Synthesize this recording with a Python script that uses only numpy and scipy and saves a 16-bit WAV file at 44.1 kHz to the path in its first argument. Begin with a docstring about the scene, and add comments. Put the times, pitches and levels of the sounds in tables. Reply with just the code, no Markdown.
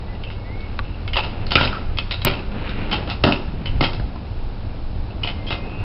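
"""A stunt scooter rolls in over concrete paving at dusk: wheels rumble over grit, slabs drum and the
loose brake jingles, with faint whistles. A dry tap sounds close by. The scooter hops three times;
take-offs and landings knock deck and bars, rattle their loose parts and echo off a brick wall. Midway
come one bright click and a tight turn past the microphone; last, it rides away, whistling faintly.
Throughout, wind buffets the microphone of a small, narrow-band camera."""
import sys
import numpy as np
from scipy import signal
from scipy.fft import rfft, irfft
from scipy.io import wavfile
from scipy.ndimage import uniform_filter1d

SR = 44100
rng = np.random.default_rng(int(sys.argv[2]) if len(sys.argv) > 2 else 0)


def to_wav(sig):
    """Store sig (one row per channel, or 1-D mono) as 16-bit WAV at the path in sys.argv[1].

    Samples outside -1..1 are clipped; the rate is SR.
    """
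    pcm = np.clip(np.atleast_2d(sig), -1, 1) * 32767
    pcm = np.round(pcm).astype(np.int16)
    wavfile.write(sys.argv[1], SR, pcm.T)  # frames by channels


N = 257524
TIME = np.arange(N) / SR

# Blows: start_s, level_db, rider_weight_db, ring_hz, ring_db, rattle_db (last three levels relative)
BLOWS = [(0.236, -39, -25, 2620, 0.5, -8), (0.301, -41.5, 3, 2750, -4, -4.5),
         (0.605, -48.5, -9, 4300, -7, -23.5), (1.077, -32, -20, 2970, -8, -14),
         (1.133, -30, -21, 2890, 6, -7), (1.157, -29.5, -6.5, 900, -0.5, 5),
         (1.168, -22, -15, 2750, -1.5, -10.5), (1.186, -27.5, -9.5, 873, 5.5, -13),
         (1.234, -36, -2, 2670, -5, 2), (1.466, -39, -1.5, 4200, 0, -10), (1.507, -30, -8.5, 3520, 0.5, 2),
         (1.518, -21.5, -4.5, 3600, -9, -13.5), (1.554, -10, -0.5, 2450, -1, -18.5),
         (1.574, -30, 3, 1400, 10, 2.5), (1.61, -20.5, 3.5, 1400, -8.5, -2.5),
         (1.649, -29, -5.5, 5000, -2, -16), (1.674, -28.5, -24, 2970, 1.5, -13),
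         (1.728, -44, 1, 1286, 20, -4), (1.972, -34.5, -17.5, 3180, 3.5, -5),
         (1.985, -22, -15, 3040, -1, -14), (2.109, -27.5, -18, 3890, -16, -4.5),
         (2.117, -30.5, -12.5, 4200, -5.5, -18.5), (2.141, -33.5, -6, 3900, -4, -10.5),
         (2.217, -34, -14.5, 3930, -4.5, -10), (2.248, -24.5, 7.5, 2450, -2.5, 2),
         (2.336, -33, 0.5, 2640, 1, -10.5), (2.518, -48.5, 13.5, 674, 2.5, -10),
         (2.692, -40.5, -0.5, 5330, -5.5, -18), (2.913, -28.5, -17.5, 3050, -0.5, 0.5),
         (2.929, -23.5, -15.5, 850, -0.5, -3.5), (3.074, -38, -5.5, 780, 4, 1),
         (3.099, -32, -16.5, 4000, -6.5, -2), (3.112, -34.5, 7, 1000, -3, -13),
         (3.2368, -15, 6, 2660, -3.5, -20.5), (3.25, -28.5, 6.5, 680, 7.5, 0.5),
         (3.265, -35, 16.5, 215, 15, 2), (3.322, -22, -3.5, 2680, 4, -13),
         (3.657, -32.5, -9.5, 3000, 5, -5.5), (3.808, -21, 9.5, 2114, 3.5, -8),
         (3.826, -27, -11, 850, 3, -1), (3.838, -23.5, -14.5, 3170, 4.5, -6.5),
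         (3.932, -37, -14, 3600, -5, -6), (3.998, -49.5, 23, 650, 16, -9),
         (4.158, -54, 21.5, 995, 17.5, -16.5), (5.233, -31.5, -14.5, 2930, 14, -8),
         (5.245, -32, 4, 2940, 3.5, -9), (5.273, -28, -10, 2960, 2, -5),
         (5.466, -44.5, -8.5, 3200, 11.5, 4.5), (5.505, -27.5, 0.5, 2800, -11, -0.5)]
# Thud, deck, bar and edge bands: low_hz, high_hz
PART_BANDS = [(68, 370), (470, 1480), (1950, 3400), (3500, 5300)]


def clatter(contact_rise_s=.002, contact_t60_s=0.029, rattle_swell_s=0.021, rattle_t60_s=0.17):
    """Each blow is a brief hard contact; bearings, clamp and brake then chatter and settle."""
    size = 16384
    knock_db, chatter_db, loose_ring_db, loose_weight_db = 5.5, -1, -1, -4.5
    out, t = np.zeros(N), np.arange(size) / SR
    frame = frame_spectrum(size)
    filters = [signal.butter(3, band, "bandpass", fs=SR, output="sos") for band in PART_BANDS]
    bands = np.array([signal.sosfreqz(sos, np.linspace(0, np.pi, len(frame)))[1] for sos in filters])
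    push = np.minimum(0.38 + t / contact_rise_s, 1) * decay(t, contact_t60_s)
    for start_s, level_db, weight_db, ring_hz, ring_db, rattle_db in BLOWS:
        force = push * grains(size, rate_hz=6000, spread_db=3.0)
        levels_db = part_levels(level_db, weight_db, ring_hz)
        piece_db = level_db + ring_db
        knock = strike(frame, bands, force, levels_db, ring_hz, piece_db, width_hz=63)
        add(out, start_s, undb(knock_db) * np.linalg.norm(push) * knock)

        age = t / undb(0.14 * weight_db)  # heavier blows rattle longer
        settle = decay(np.maximum(age - rattle_swell_s, 0), rattle_t60_s)
        shake = np.minimum(0.41 + 0.55 * age / rattle_swell_s, 1) * settle
        force = shake * grains(size, rate_hz=800, spread_db=2.0)
        levels_db = part_levels(level_db, weight_db + loose_weight_db, ring_hz)
        chatter = strike(frame, bands, force, levels_db, ring_hz, piece_db + loose_ring_db, width_hz=110)
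        add(out, start_s, undb(chatter_db + rattle_db) * np.linalg.norm(shake) * chatter)
    return out


# Deck, fork and bar modes: pitch_hz, energy_db (re bare contact), t60_s
FRAME_MODES = [(86.5, -17.5, 0.095), (122.2, -14, 0.3), (253, -19, 0.02), (368, -21, 0.22),
               (572, -24, 0.053), (691.7, -26, 0.02), (900, -23, 0.037), (967, -27, 0.067),
               (1376, -15.5, 0.024), (1933, -22, 0.021), (2160, -14.5, 0.022), (2610, -3.5, 0.05),
               (2790, -5.5, 0.027), (3012, -8.5, 0.025), (3180, -15.5, 0.0074), (3534, -15.5, 0.0096),
               (3680, -14.5, 0.019), (3890, -17, 0.038), (4220, -28, 0.019)]


def frame_spectrum(size):
    """The frame's response to one contact: a dead crack plus its modes."""
    t = np.arange(size) / SR
    response = np.zeros(size)
    response[0] = 1
    for pitch_hz, energy_db, t60_s in FRAME_MODES:
        ring = np.cos(2 * np.pi * pitch_hz * t) * decay(t, t60_s)
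        response += undb(energy_db) * ring / np.linalg.norm(ring)
    return rfft(response, 2 * size)


# Thud, deck, bar and edge balance: offset_db, weight_share
PART_BALANCE = [(0.5, 0.97), (2, 0.3), (2, -0.075), (-3.5, .05)]


def part_levels(level_db, weight_db, ring_hz, stiff_hz=2930, stiff_db_per_oct=12.5):
    """Band levels in dB: weight deepens a contact; a small, stiff piece brightens the edge."""
    offset_db, weight_share = np.transpose(PART_BALANCE)
    stiff_db = stiff_db_per_oct * max(np.log2(ring_hz / stiff_hz), 0)
    return level_db + offset_db + weight_share * weight_db + np.array([0, 0, 0, stiff_db])


def strike(frame, bands, force, levels_db, ring_hz, ring_db, width_hz, detune=0.021):
    """A force rings the frame's four bands and the struck piece, each at its own level."""
    hz = np.linspace(0, SR / 2, len(frame))
    # shifting weight and grip retune the frame
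    frame = np.interp(hz * (1 + detune * rng.standard_normal()), hz, frame)
    ring = 1j * hz * width_hz / (ring_hz ** 2 - hz ** 2 + 1j * hz * width_hz)
    sounds = irfft(rfft(force, 2 * len(force)) * np.vstack([bands * frame, ring]))
    part_gains = undb([*levels_db, ring_db]) / np.linalg.norm(sounds, axis=1)
    return np.sum(part_gains[:, None] * sounds, axis=0)


# Rolling, loudest in the turn: time_s, rumble_db, grit_db
ROLL_LEVELS = [(0, -37.5, -49.5), (.45, -38, -52), (.7, -37.5, -46), (1.0, -39.5, -50), (1.4, -33, -44),
               (1.75, -33.5, -40), (1.95, -39, -48), (2.2, -42, -45), (2.4, -33.5, -43), (2.49, -37.5, -48),
               (2.56, -30, -40), (2.68, -33, -34), (3.0, -28, -38), (3.2, -38, -50.5), (3.75, -37.5, -46),
               (4.15, -39, -51.5), (5.0, -38, -52), (5.84, -34, -47.5)]
# Concrete rumble: freq_hz, level_db
RUMBLE_SPECTRUM = [(76, -14), (130, -8.5), (206, -3.5), (248, -8), (298, -7.5), (328, -9.5), (499, -12.5),
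                   (639, -15), (921, -17), (1000, -21), (1700, -29.5), (2210, -42), (3740, -120)]
# Grit crunch: freq_hz, level_db
GRIT_SPECTRUM = [(600, -14), (900, -2.5), (1400, 7), (1800, 2), (2300, 4.5), (2750, 6.5), (3300, -3.5),
                 (4000, -4.5), (5500, -22)]


def wheels():
    """Hard wheels rumble over rough concrete and crunch its grit."""
    rumble_gain, grit_gain = gains(ROLL_LEVELS)
    rumble = rumble_gain * colour(grains(N, rate_hz=2500, spread_db=2.0), RUMBLE_SPECTRUM)
    grit = grit_gain * colour(grains(N, rate_hz=9700, spread_db=6.5), GRIT_SPECTRUM)
    patches = undb(.7 * walk(rate_hz=25))
    return (rumble + grit) * patches


# Drumming, strongest after the turn: time_s, level_db
SLAB_LEVELS = [(0, -49), (1.2, -55), (2.3, -40.5), (2.7, -36), (3.1, -39.5), (3.75, -33), (4.35, -41),
               (4.8, -45), (5.84, -43.5)]
# Slab resonance: freq_hz, level_db
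SLAB_SPECTRUM = [(95, -5), (130, 1), (190, -1), (290, -10), (400, -20.5)]


def slabs():
    """Paving slabs drum dully under the wheels."""
    return gains(SLAB_LEVELS)[0] * colour(grains(N, rate_hz=300, spread_db=4), SLAB_SPECTRUM)


# Brake jolts: start_s, t60_s, level_db
BRAKE_JOLTS = [(0.147, 0.024, -36), (0.206, 0.39, -42), (0.826, 0.28, -44), (0.935, 0.049, -40.5),
               (1.172, 0.24, -32.5), (1.29, 0.45, -48), (2.385, .1, -36), (5.1, 0.098, -45)]
# Brake ring: freq_hz, level_db
BRAKE_SPECTRUM = [(2000, -18), (2450, -14), (2630, 5.5), (2850, -3), (3200, -17.5), (4500, -22.5)]


def brake_jingle(swell_share=.12):
    """Bumps shake the loose rear brake; each jingle swells, then settles."""
    envelope = np.zeros(N)
    for start_s, t60_s, level_db in BRAKE_JOLTS:
        age_s, swell_s = np.maximum(TIME - start_s, 0), swell_share * t60_s
        swell = np.minimum(age_s / swell_s, 1)
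        envelope += undb(level_db) * swell * decay(np.maximum(age_s - swell_s, 0), t60_s)
    return envelope * colour(grains(N, rate_hz=700, spread_db=6), BRAKE_SPECTRUM)


# Tap contacts: start_s, peak_db
TAP_CONTACTS = [(0.7906, -11.5), (0.7918, -17.5), (0.7959, -22)]
# Hollow body modes: pitch_hz, level_db, t60_s
TAP_MODES = [(524, -9, 0.025), (855, -6, 0.018), (1150, 1.5, 0.036), (1400, 2, 0.029), (1640, 0.5, 0.0089),
             (2000, -0.5, 0.014), (2620, 1, 0.0069), (3100, -7.5, 0.012), (3850, -0.5, 0.0081)]


def tap(size=4096):
    """Something small and hard ticks against a hollow body; the ring dies at once."""
    out, t = np.zeros(N), np.arange(size) / SR
    # adjacent modes swing in antiphase
    ring = sum((-1) ** k * undb(level_db) * np.sin(2 * np.pi * pitch_hz * t) * decay(t, t60_s)
               for k, (pitch_hz, level_db, t60_s) in enumerate(TAP_MODES))
    for start_s, peak_db in TAP_CONTACTS:
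        add(out, start_s, undb(peak_db) * ring / np.max(np.abs(ring)))
    return out


# Click treble: freq_hz, level_db
CLICK_SPECTRUM = [(5500, -0.5), (8000, -3), (11000, -11.5), (13500, 3), (15000, -3.5), (16000, -12.5)]


def click(start_s=2.2494, peak_db=-7, decay_s=0.0027, size=256):
    """One very short, bright click."""
    out, t = np.zeros(N), np.arange(size) / SR
    burst = np.exp(-(t / decay_s) ** 2) * colour(rng.standard_normal(size), CLICK_SPECTRUM)
    add(out, start_s, undb(peak_db) * burst / np.max(np.abs(burst)))
    return out


# Whistles: start_s, length_s, start_hz, middle_hz, end_hz, level_db
WHISTLE_GLIDES = [(0.07, .1, 1990, 2000, 1930, -48.5), (.34, 0.16, 2170, 2200, 2220, -49.5),
                  (0.441, 0.24, 1890, 2205, 2215, -43.5), (5.336, 0.36, 2110, 2086, 2105, -45.5),
                  (5.535, 0.4, 2460, 2550, 2610, -44), (5.63, .25, 2590, 2745, 2790, -43.5)]


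def whistles():
    """Faint, rough whistles swell, slide in pitch and fade."""
    out = np.zeros(N)
    drift = 1 + .011 * walk(rate_hz=500)
    flutter = undb(2 * walk(rate_hz=110))
    for start_s, length_s, *glide_hz, level_db in WHISTLE_GLIDES:
        progress = np.clip((TIME - start_s) / length_s, 0, 1)
        pitch_hz = np.interp(progress, [0, .5, 1], glide_hz) * drift
        swell = np.minimum(10 * progress * (1 - progress), 1)
        out += undb(level_db) * swell * np.sin(2 * np.pi * np.cumsum(pitch_hz) / SR)
    return out * flutter


# Yard reverberation: freq_hz, level_db
TAIL_SPECTRUM = [(60, -2.5), (250, 7), (1300, 4), (2800, -3), (5500, 5.5)]


def yard(x, wall_s=.013, wall_db=-11, tail_db=-15, t60_s=0.6, rise_s=0.0015):
    """The near brick wall gives one echo; building fronts add a thin tail."""
    t = np.arange(SR) / SR
    tail = colour(rng.standard_normal(SR), TAIL_SPECTRUM) * decay(t, t60_s) * (1 - np.exp(-t / rise_s))
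    response = undb(tail_db) * tail / np.linalg.norm(tail)
    add(response, wall_s, np.array([undb(wall_db)]))
    return x + signal.fftconvolve(x, response)[:N]


# Gusts: centre_s, half_width_s, level_db (re breeze)
WIND_GUSTS = [(2.08, 0.033, 3.5), (2.26, 0.036, -1.5), (3.759, 0.069, 8), (4.02, 0.063, 6.5)]
# Wind rumble: freq_hz, level_db
WIND_SPECTRUM = [(20, 5), (31, -5), (45, -5.5), (62, -6), (80, -10), (100, -5), (125, -17), (170, -27.5),
                 (260, -36)]
# Background hiss: freq_hz, level_db
HISS_SPECTRUM = [(100, -9), (800, 7.5), (2000, -11.5), (4000, -2), (5500, -9)]


def wind(breeze_db=-26.5, flutter_db=1.4, hiss_db=-48):
    """A gusty breeze buffets the microphone over an even hiss."""
    gusts_db = sum(level_db * np.exp(-((TIME - centre_s) / half_width_s) ** 2)
                   for centre_s, half_width_s, level_db in WIND_GUSTS)
    envelope = undb(breeze_db + gusts_db + flutter_db * walk(rate_hz=14))
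    buffeting = envelope * colour(rng.standard_normal(N), WIND_SPECTRUM)
    return buffeting + undb(hiss_db) * colour(rng.standard_normal(N), HISS_SPECTRUM)


def undb(db):
    """Decibels to gain."""
    return 10 ** (np.asarray(db) / 20)


def unit(x):
    """Scale to rms 1."""
    return x / np.sqrt(np.mean(x ** 2))


def decay(t, t60_s):
    """Exponential fall, 60 dB per t60_s."""
    return np.exp(-np.log(1000) * t / t60_s)


def gains(table):
    """A curve's dB columns as per-sample gains."""
    time_s, *columns_db = np.transpose(table)
    return [undb(np.interp(TIME, time_s, db)) for db in columns_db]


def add(out, start_s, x):
    """Mix x into out at start_s."""
    i = max(int(start_s * SR), 0)
    out[i:i + len(x)] += x[:max(len(out) - i, 0)]


def colour(x, spectrum):
    """Shape x by a spectrum, falling 20 dB per octave beyond its ends; rms 1."""
    hz, db = np.transpose(spectrum)
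    octave = np.log2(np.maximum(np.fft.rfftfreq(len(x), 1 / SR), 1))
    outside = np.abs(octave - np.clip(octave, np.log2(hz[0]), np.log2(hz[-1])))
    shape_db = np.interp(octave, np.log2(hz), db) - 20 * outside
    return unit(irfft(rfft(x) * undb(shape_db), len(x)))


def walk(rate_hz):
    """Random steps, smoothed twice; rms 1."""
    hold = int(SR / rate_hz)
    steps = np.repeat(rng.standard_normal(N // hold + 1), hold)
    return unit(uniform_filter1d(uniform_filter1d(steps, hold), hold)[:N])


def grains(size, rate_hz, spread_db):
    """Tiny impacts of random timing and strength; rms 1."""
    hit = rng.random(size) < rate_hz / SR
    strength = undb(spread_db * np.clip(rng.standard_normal(size), -2, 2))
    return unit(hit * strength * np.sign(rng.standard_normal(size)) + 1e-9)


def lowpass(x, cutoff_hz, taps=301):
    """Steep linear-phase low-pass."""
    return signal.fftconvolve(x, signal.firwin(taps, cutoff_hz, fs=SR, window="blackman")[None], "same")


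def scene():
    """The scooter in the yard, with a nearby tap and wind; mono."""
    return (yard(clatter() + brake_jingle() + whistles()) + tap() + wheels() + slabs() + wind())[None]


def record(dry, ceiling=.78, band_hz=5470, top_hz=15700, image_db=-59, offset=0.015):
    """The camera rounds the hardest landings and narrows the band; the click joins afterwards."""
    rounded = dry / (1 + (dry / ceiling) ** 4) ** (1 / 4)
    narrow = lowpass(rounded, band_hz)
    # quarter-rate sampling: faint treble images, plus a whine from the offset
    comb = 4 * (np.arange(N) % 4 == 0) - 1
    images = undb(image_db) * comb * (narrow + offset)
    return lowpass(narrow + images + click(), top_hz)


dry = scene()
out = record(dry)
to_wav(out)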